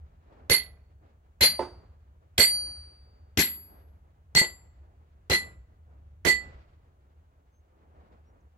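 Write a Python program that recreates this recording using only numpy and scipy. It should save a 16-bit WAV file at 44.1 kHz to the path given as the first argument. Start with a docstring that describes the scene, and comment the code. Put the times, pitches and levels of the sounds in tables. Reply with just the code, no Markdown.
"""A steel hammer drives a steel wedge into a big log under an open shed, on the far side from the microphones.
Throughout, filtered noise gives a distant rumble, shuffling in sawdust and still air; a modal knock comes at 0.3 s.
From 0.5 to 6.2 s come seven blows, about one a second: damped low modes thump, echoing noise bands crack, and
steel modes ring; the shed holds the sound, then it dies away. Knocks follow the second and fifth blows.
From 7.5 s come three faint sine chirps over the background: one rising, one level, one falling."""
import sys
import numpy as np
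from scipy import signal
from scipy.fft import rfft, irfft, next_fast_len
from scipy.io import wavfile
from scipy.ndimage import uniform_filter1d

SR = 44100
rng = np.random.default_rng(int(sys.argv[2]) if len(sys.argv) > 2 else 0)


def digitize_waveform(pressure):
    """Quantize a signal to 16-bit integers and store it at the path in sys.argv[1].

    Rows of a 2-D input are taken as channels; values are limited to [-1, 1].
    """
    field = np.atleast_2d(pressure).T
    bounded = np.clip(field, -1, 1)
    quanta = np.round(bounded * 32767).astype(np.int16)
    wavfile.write(sys.argv[1], SR, quanta)


N = 377937

# Pan is always left minus right. Noise spectra give relative levels per hertz; noise() sets the rms to 1.
# Distant rumble: spectrum [f/Hz, level/dB] and its wavering rms [t/s, level/dB]
RUMBLE_SPECTRUM = [(15, -41), (30, -17.5), (55, -6), (75, 2), (110, -14.5), (160, -21.5), (300, -43)]
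RUMBLE_LEVEL = [(0.0, -49), (0.33, -56.5), (0.71, -51), (1.29, -58.5), (1.67, -47), (2.22, -57),
                (2.67, -51.5), (2.98, -55), (4.32, -55), (4.42, -53), (5.13, -56), (5.54, -51),
                (5.8, -54.5), (6.52, -47.5), (6.83, -56.5), (7.83, -62.5), (7.99, -57.5), (8.57, -60.5)]
# Feet and clothes in sawdust: spectra of the body of the rustle and of its treble [f/Hz, level/dB]
SHUFFLE_SPECTRUM = [(80, -13.5), (160, -6), (260, -6), (500, -7), (800, -9), (1500, -18.5), (3000, -36.5)]
GRIT_SPECTRUM = [(500, -17), (1200, 0.5), (2300, -6), (3000, -10), (4500, -15), (9000, -34)]
# Movements [start of hold t/s, hold/s, level/dB, treble over body/dB, fall t60/s]
SHUFFLES = [(0.048, 0.034, -70.5, -10, 1.3), (0.31, 0.094, -58.5, -14, .9),
            (1.027, 0.073, -64.5, -12.5, 0.27), (1.783, 0.045, -63.5, -15, 0.86),
            (2.56, .12, -60, -2.5, 1.5), (3.073, .08, -69.5, -10.5, .9), (3.7, .1, -59.5, -14.5, .6),
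            (4.651, .15, -70.5, -10.5, 1.3), (5.42, .05, -54, -7, 0.41), (5.7, .04, -71.5, -12, 0.45),
            (5.878, 0.092, -69.5, -17, 0.8), (6.42, 0.055, -54.5, -7.5, 0.99), (6.6, 0.055, -83, -4, .9),
            (7.68, .05, -71, -31, 0.43), (7.84, .08, -66, -23, .9), (7.96, 0.18, -61.5, -16, 0.47),
            (8.296, .11, -69.5, -22, .6)]
BED_DB, BED_TREBLE_DB = -71.5, -10  # steady rustle between movements, and its treble over it
SHUFFLE_RISE = 0.4  # t60 of the swell as a share of the fall's
# Still air: spectrum [f/Hz, level/dB]
AIR_SPECTRUM = [(1500, -12.5), (3000, 1), (5000, -8.5), (6500, -0.5), (8500, -6), (13000, -7), (16500, -2)]
AIR_DB = -87.5
LEFT_LAG = 18  # samples: the background comes from the right
# Chirps [t/s, length/s, from f/Hz, to f/Hz, level/dB]
CHIRPS = [(7.50, .13, 6240, 6400, -78.5), (8.239, .09, 5670, 5670, -83.5), (8.402, .016, 7290, 5210, -80)]
# Knocks [t/s, level/dB, pan/dB, share of t60, thud level/dB]
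KNOCKS = [(0.323, -48, 7.5, 0.22, -27), (1.5913, -14.5, -6, 0.54, -25), (4.414, -22, 2.5, 0.35, 6)]
# Modes of the knock: the wood, and the steel wedge ringing again near 2 kHz
# [f/Hz, level/dB, t60/s before the share]
KNOCK_MODES = [(357.8, -2, 0.51), (418, -11.5, 0.25), (529, -1.5, 0.26), (612, 7.5, .07), (880, -1.2, 0.35),
               (990, 1, 0.1), (1260, -13.5, 0.14), (2043, -21, .4)]
# Spectrum of the shed's answer to a knock [f/Hz, level/dB]
KNOCK_SPECTRUM = [(100, -16), (400, 1), (1000, -3), (2500, -24), (6000, -32.5), (15000, -53)]
# Blows [t/s, pan of thump and crack/dB, thump/dB, swell time of the ring/s, far return over the usual/dB,
#  crack (wood/dB, log note f/Hz, its rise/dB, steel/dB, treble slope/dB per octave),
#  gain of upper twins/dB, (level/dB of each mode family, set by where the face lands),
#  (pan/dB of each family, as the hammer turns), (share of t60 for each grip)]
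BLOWS = [(0.4962, -3.5, -25.5, 0.016, -0.5, (-0.4, 467.5, 11, 1, 0.5),
         -2.5, (-6, -13.5, 1.5, -5.5, -13, 7, -3.5), (-4, -6, -3, -2, 6.5, -.1, -6.5),
         (0.92, 0.37, 0.73, 0.42)), (1.407, 0.85, -25.5, 0.011, 4.66, (0.3, 559.5, 6, 3.4, -1.8),
         -0.5, (-13, 8.5, -2.1, 8, 8.5, 8.5, -10), (4, 1.7, 1.1, 3, -0.5, 3.5, -5.5),
         (0.95, 0.72, 0.62, .6)), (2.378, -1.75, -25, 0.022, 1.3, (0.2, 517.5, 12, 4, 0.5),
         4, (-4.5, -7.5, 2, 14.5, 15, 2.7, 6), (8.5, 2.5, -10.5, 1.5, 0.5, 2.5, 3.5),
         (.8, 1.295, 0.86, 0.58)), (3.372, 3.5, -21.5, 0.02, 0.5, (0.7, 281, 11.5, 3, -4.5),
         3, (-8.5, -8, -7.5, -10, -12, 3.5, -0.2), (4.5, -3.5, 6, 1, 6.5, 6.5, -3),
         (0.92, 0.95, 1.56, 1.42)), (4.349, -0.5, -30, 0.016, -2.2, (1.5, 397, 1, 1.1, -5.5),
         -1, (5.5, -10.5, 4, 3, -12.5, -9.5, 5.5), (6, 12, 1, 3.5, 0.5, -6, 8.5), (0.76, .45, 1.2, 1.2)),
         (5.297, -0.3, -24, 0.036, -4.5, (3.5, 426, 7, -0.6, -4.5), -3, (5, 5, -5.5, -4, 1, -5, -7),
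         (3, -7, 9, -7, -6, 4.5, -15), (0.86, 0.31, 0.91, 0.89)),
         (6.248, -9, -30, 0.033, -0.5, (2.55, 428, 8.5, -2.5, -3.5),
         -2.7, (8, -12, -0.5, 4, -9.5, -6.5, 5.5), (-7, 2.5, 5, 3.5, -8.5, -0.5, -4.5),
         (0.97, .3, 0.76, 0.68))]
# Low modes of the log and the ground under it [f/Hz, level/dB, t60/s]
THUMP_MODES = [(63, -3, 0.14), (89.5, 1.5, 0.094), (132, -1.5, .07)]
THUMP_PAN_DB = -4.5  # added to the pan of the blow
# Crack bands, one entry each: centre [f/Hz]; level for a middling blow [level/dB]; shed decay [t60/s]
CRACK_HZ = [160, 230, 300, 370, 490, 620, 850, 1200, 2000, 3200, 5600, 9000, 13500]
CRACK_DB = [-36, -38, -40.5, -37, -39.5, -41.5, -40, -40.5, -28, -27, -29.5, -32.5, -34]
CRACK_T60 = [.15, 0.23, 0.038, 0.16, 0.054, 0.094, 0.14, 0.14, 0.18, .2, 0.15, 0.15, .14]
# Usual return from further off [level/dB]; left-right correlation, as long waves reach both sides alike
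FAR_DB = [-18, -23.5, -26.5, -25.5, -25.5, -19.5, -20, -17.5, -32, -39, -43.5, -51, -50]
CRACK_ALIKE = [.85, .85, .85, .8, .75, .7, .5, .3, .1, 0, 0, 0, 0]
# Early echoes that hold the crack's level [t/s, level/dB]
SHED_ECHOES = [(0, -5.5), (.003, -5), (.008, -7), (0.024, -2.5), (0.036, -4.5), (.045, -5)]
SNAP_S, SNAP_DB = 0.0032, 3.5  # steel meets steel: a click centred just after the onset
WOOD_BELOW_HZ, TREBLE_FROM_HZ = 1500, 5600  # the log sounds below 1500 Hz, the steel above
NOTE_OCTAVES = 0.51  # 1/e half width of the log's note
FAR_T60 = 0.78  # s: return from further off, for crack and ring
# Modes of hammer and wedge, one entry each: [f/Hz]; middling blow before the swell [level/dB];
# decay before grip and twin changes [t60/s]; pan before the family's [pan/dB]
STEEL_HZ = [1990, 2062, 4135, 4434, 4625, 6400, 7343, 7629, 8826, 9133, 10635, 11189, 11579, 14900]
STEEL_DB = [-23, -30, -31, -23, -30, -50, -38.5, -33.5, -40.5, -38, -59.5, -34.5, -30.5, -50.5]
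STEEL_T60 = [0.28, 0.24, 0.22, .22, 0.57, .22, .32, .24, 0.093, .45, 0.26, .28, 0.29, .13]
STEEL_PAN = [-2.5, -1, 2.5, -4.5, 0.5, 1, -4, 1.5, -7.5, -9.5, -4, -3.5, -6, -3.5]
# Scattered share: echoes and the rubbing wood beat against the ring [ratio]
STEEL_ROUGH = [0.27, 2.1, 1.6, 1.4, 0.5, 3, 0.71, 0.44, 3.5, .6, .8, 1.2, 0.7, 1.5]
# Share of the swell time: some modes bloom only as the hammer springs free [ratio]
STEEL_LATE = [.7, .3, 0.48, 0.74, 2.2, .7, 1.5, 0.49, 0.45, 1.7, 0.99, 0.72, 0.67, 0.87]
# Modes woken together [family index]; damped together by hand and wood [grip index]
STEEL_FAMILY = [0, 2, 1, 2, 3, 0, 6, 6, 2, 4, 0, 5, 5, 0]
STEEL_GRIP = [0, 0, 0, 0, 1, 3, 3, 0, 0, 1, 3, 2, 2, 3]
# Twins of close pairs [-1 lower, +1 upper, 0 unpaired]
STEEL_PAIR = [0, 0, 0, 0, 0, 0, -1, 1, 0, 0, 0, -1, 1, 0]
TWIN_HOLD = 0.37  # dB of longer t60 for each dB that a twin gains
RING_FROM_S = 0.055  # the echoes have filled the shed; the rings fade freely from here
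RING_FAR_DB = -31.5  # usual fluttering return from further off
SCATTER_T60, SCATTER_RATE = 0.62, 120  # s, random values per s
TOP_HZ = 16000


def undb(db):
    """Decibel law: level to amplitude ratio."""
    return 10 ** (np.asarray(db, float) / 20)


def fade(t, t60):
    """Exponential decay: 60 dB in each t60, and unity before t = 0."""
    return np.exp(-np.log(1000) * np.maximum(t, 0) / t60)


def noise(size, points, alike):
    """Spectral shaping of stereo noise to unit rms; mid and side weights set the correlation."""
    hz, db = np.transpose(points)
    n = next_fast_len(size)
    log_hz = np.log(np.fft.rfftfreq(n, 1 / SR) + 1)
    gain = undb(np.interp(log_hz, np.log(hz), db, -120, -120))
    spectrum = rfft(rng.standard_normal((2, n))) * gain
    mid, side = irfft(spectrum, n)[:, :size]
    c = np.clip(alike, 0, 1)
    out = np.sqrt(1 + c) * mid + np.sqrt(1 - c) * side * np.array([[1], [-1]])
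    return out / np.sqrt(np.mean(out ** 2))


def walk(size, rate):
    """Random modulation: independent values, rate per second, joined by slopes."""
    k = int(SR / rate)
    steps = np.repeat(rng.standard_normal(size // k + 1), k)
    return 1.7 * uniform_filter1d(steps, k)[:size]


def pan(db):
    """Level-difference stereo: left and right gains, db apart."""
    return undb(np.array([[db], [-db]]) / 2)


def add(out, s, sound):
    """Superposition: sum a sound into the scene from s seconds."""
    i = int(s * SR)
    out[:, i:i + sound.shape[1]] += sound[:, :N - i]


def struck(t, modes, share, push_s):
    """Modal excitation by one soft push: damped sines, neighbours swinging against each other."""
    rings = 0
    for k, (hz, db, t60) in enumerate(modes):
        sine = np.sin(2 * np.pi * hz * t)
        rings = rings + (-1) ** k * undb(db) * fade(t, share * t60) * sine
    return rings * np.minimum(t / push_s, 1)


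def rumble():
    """Slowly modulated low-frequency noise: a distant rumble, alike on both sides, that wavers."""
    level_db = np.interp(np.arange(N) / SR, *np.transpose(RUMBLE_LEVEL))
    return noise(N, RUMBLE_SPECTRUM, 1.0) * undb(level_db)


def movements():
    """Addition of powers: a steady bed plus movements that swell, hold and fall; gains of body and treble."""
    t = np.arange(N) / SR
    body = undb(2 * BED_DB)
    grit = undb(2 * (BED_DB + BED_TREBLE_DB))
    for s, hold, db, treble_db, t60 in SHUFFLES:
        rise = fade(s - t, SHUFFLE_RISE * t60)
        fall = fade(t - s - hold, t60)
        power = (undb(db) * rise * fall) ** 2
        body = body + power
        grit = grit + power * undb(2 * treble_db)
    return np.sqrt(body), np.sqrt(grit)


def shuffle():
    """Friction noise: feet and clothes in sawdust, body and treble flickering separately."""
    body, grit = movements()
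    low = noise(N, SHUFFLE_SPECTRUM, 0.6) * body * undb(1.1 * walk(N, 28))
    high = noise(N, GRIT_SPECTRUM, 0.13) * grit * undb(1.4 * walk(N, 41))
    return low + high


def background():
    """Time-difference stereo: rumble, rustle and still air reach the left side later."""
    air = noise(N, AIR_SPECTRUM, 0.1) * undb(AIR_DB)
    left, right = rumble() + shuffle() + air
    return np.array([np.roll(left, LEFT_LAG), right])


def chirp(length, hz0, hz1):
    """Phase integration: a thin whistle running straight from one frequency to another, or level if equal."""
    hz = np.linspace(hz0, hz1, int(length * SR))
    return np.ones((2, 1)) * np.hanning(len(hz)) * np.sin(2 * np.pi * np.cumsum(hz) / SR)


def knock(share, thud_db):
    """Modal impact: wood and re-ringing wedge, a thud, a click and the shed's slower noisy answer."""
    t = np.arange(int(0.6 * SR)) / SR
    modes = undb(-11.5) * struck(t, KNOCK_MODES, share, 0.003)
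    thud = undb(thud_db) * struck(t, [(183, 0.0065, 0.022)], 0.89, 0.0012)
    click = undb(-27) * noise(len(t), [(600, -0.5), (2500, 1.0), (6000, -14), (15000, -31.5)], 0.4)
    click = click * fade(t - 0.004, 0.035) * np.minimum(t / 0.0034, 1) ** 2
    decay = undb(-21.5) * fade(t - 0.03, 0.4 * share) + undb(-36) * fade(t, 0.79)
    shed = noise(len(t), KNOCK_SPECTRUM, 0.77) * decay * np.minimum(t / 0.015, 1)
    return modes + thud + click + shed


def thump(t, db):
    """Low-frequency modal response: the blow sets log and ground swinging."""
    return undb(db) * pan(THUMP_PAN_DB) * struck(t, THUMP_MODES, 1, 0.0074)


def crack_db(wood_db, note_hz, note_db, steel_db, slope_db):
    """Impact spectrum: the log's note moves as the split opens; softer contact dulls the top."""
    hz = np.array(CRACK_HZ)
    wood = wood_db + note_db * np.exp(-(np.log2(hz / note_hz) / NOTE_OCTAVES) ** 2)
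    steel = steel_db + slope_db * np.maximum(np.log2(hz / TREBLE_FROM_HZ), 0)
    return CRACK_DB + np.where(hz < WOOD_BELOW_HZ, wood, steel)


def crack(t, return_db, band_db):
    """Reverberation by bands: early echoes hold the noise, each band decays, a faint far return follows."""
    hold_s, hold_db = np.transpose(SHED_ECHOES)
    # single echoes stand out of the dense ones as a clatter in all bands
    early = undb(np.interp(t, hold_s, hold_db) + 0.32 * walk(len(t), 500)) * np.minimum(t / 0.003, 1)
    snap = undb(SNAP_DB) * np.exp(-((t - SNAP_S) / 0.00032) ** 2)
    edges = [110, *CRACK_HZ, 15900]  # each band fades out at its neighbours' centres
    bands = zip(edges, CRACK_HZ, edges[2:], band_db, CRACK_T60, FAR_DB, CRACK_ALIKE)
    out = 0
    for low, hz, high, db, t60, far_db, alike in bands:
        # long waves pass round the log at once: echoes hold them for less time, and they carry little snap
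        short = min(1, (hz / 900) ** 0.5)
        near = (early + short ** 2 * snap) * fade(t - hold_s[-1] * short, t60)
        far = undb(far_db + return_db) * fade(t, FAR_T60) * np.minimum(t / 0.054, 1)
        slopes = [(low, -20), (np.sqrt(low * hz), -3), (hz, 0), (np.sqrt(hz * high), -3), (high, -20)]
        band = noise(len(t), slopes, alike)
        flicker = undb(2.0 * short ** 2 * walk(len(t), 300))  # short waves flicker from echo to echo
        out = out + undb(db) * band * (near + far) * flicker
    return out


def ring(t, swell_s, return_db, dbs, t60s, pans):
    """Modal ringing with scatter: steel modes swell as echoes add, a quarter cycle apart left to right."""
    quarter = np.array([[1], [1j]])
    out = 0
    for hz, rough, late, db, t60, pan_db in zip(STEEL_HZ, STEEL_ROUGH, STEEL_LATE, dbs, t60s, pans):
        swell = (1 - np.exp(-t / (late * swell_s))) ** 2
        beat = np.array([walk(len(t), SCATTER_RATE) + 1j * walk(len(t), SCATTER_RATE) for _ in range(2)])
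        scatter = rough * fade(t, SCATTER_T60)
        near = (quarter + scatter * beat) / np.sqrt(1 + scatter ** 2)
        near = near * fade(t - RING_FROM_S, t60)
        far = undb(RING_FAR_DB + return_db) * beat * fade(t, FAR_T60)
        far = far * fade(hz, 28000)  # the air dulls the long way round
        tone = np.exp(2j * np.pi * (hz * t + rng.random()))
        out = out + undb(db) * swell * ((pan(pan_db) * near + far) * tone).real
    return out


def blow(pan_db, thump_db, swell_s, return_db, colour, twin_db, family_db, family_pan, grip):
    """Impact and modal coupling: one strike thumps and cracks the log and wakes the steel by families."""
    t = np.arange(int(1.3 * SR)) / SR
    wood = thump(t, thump_db) + crack(t, return_db, crack_db(*colour))
    twin_gain = twin_db * np.array(STEEL_PAIR)
    ring_db = STEEL_DB + np.take(family_db, STEEL_FAMILY) + twin_gain
    t60s = STEEL_T60 * np.take(grip, STEEL_GRIP) * undb(TWIN_HOLD * twin_gain)
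    pans = STEEL_PAN + np.take(family_pan, STEEL_FAMILY)
    return pan(pan_db) * wood + ring(t, swell_s, return_db, ring_db, t60s, pans)


def scene():
    """Superposition of sources: chirps, knocks and blows over the background."""
    out = background()
    for s, length, hz0, hz1, db in CHIRPS:
        add(out, s, undb(db) * chirp(length, hz0, hz1))
    for s, db, pan_db, share, thud_db in KNOCKS:
        add(out, s, undb(db) * pan(pan_db) * knock(share, thud_db))
    for s, *settings in BLOWS:
        add(out, s, blow(*settings))
    return out


def record(dry):
    """Band limitation: a steep elliptic low-pass cuts the top."""
    low_pass = signal.ellip(8, 0.2, 70, TOP_HZ, fs=SR, output="sos")  # order, ripple/dB, stopband/dB
    return signal.sosfilt(low_pass, dry)


dry = scene()
out = record(dry)
digitize_waveform(out)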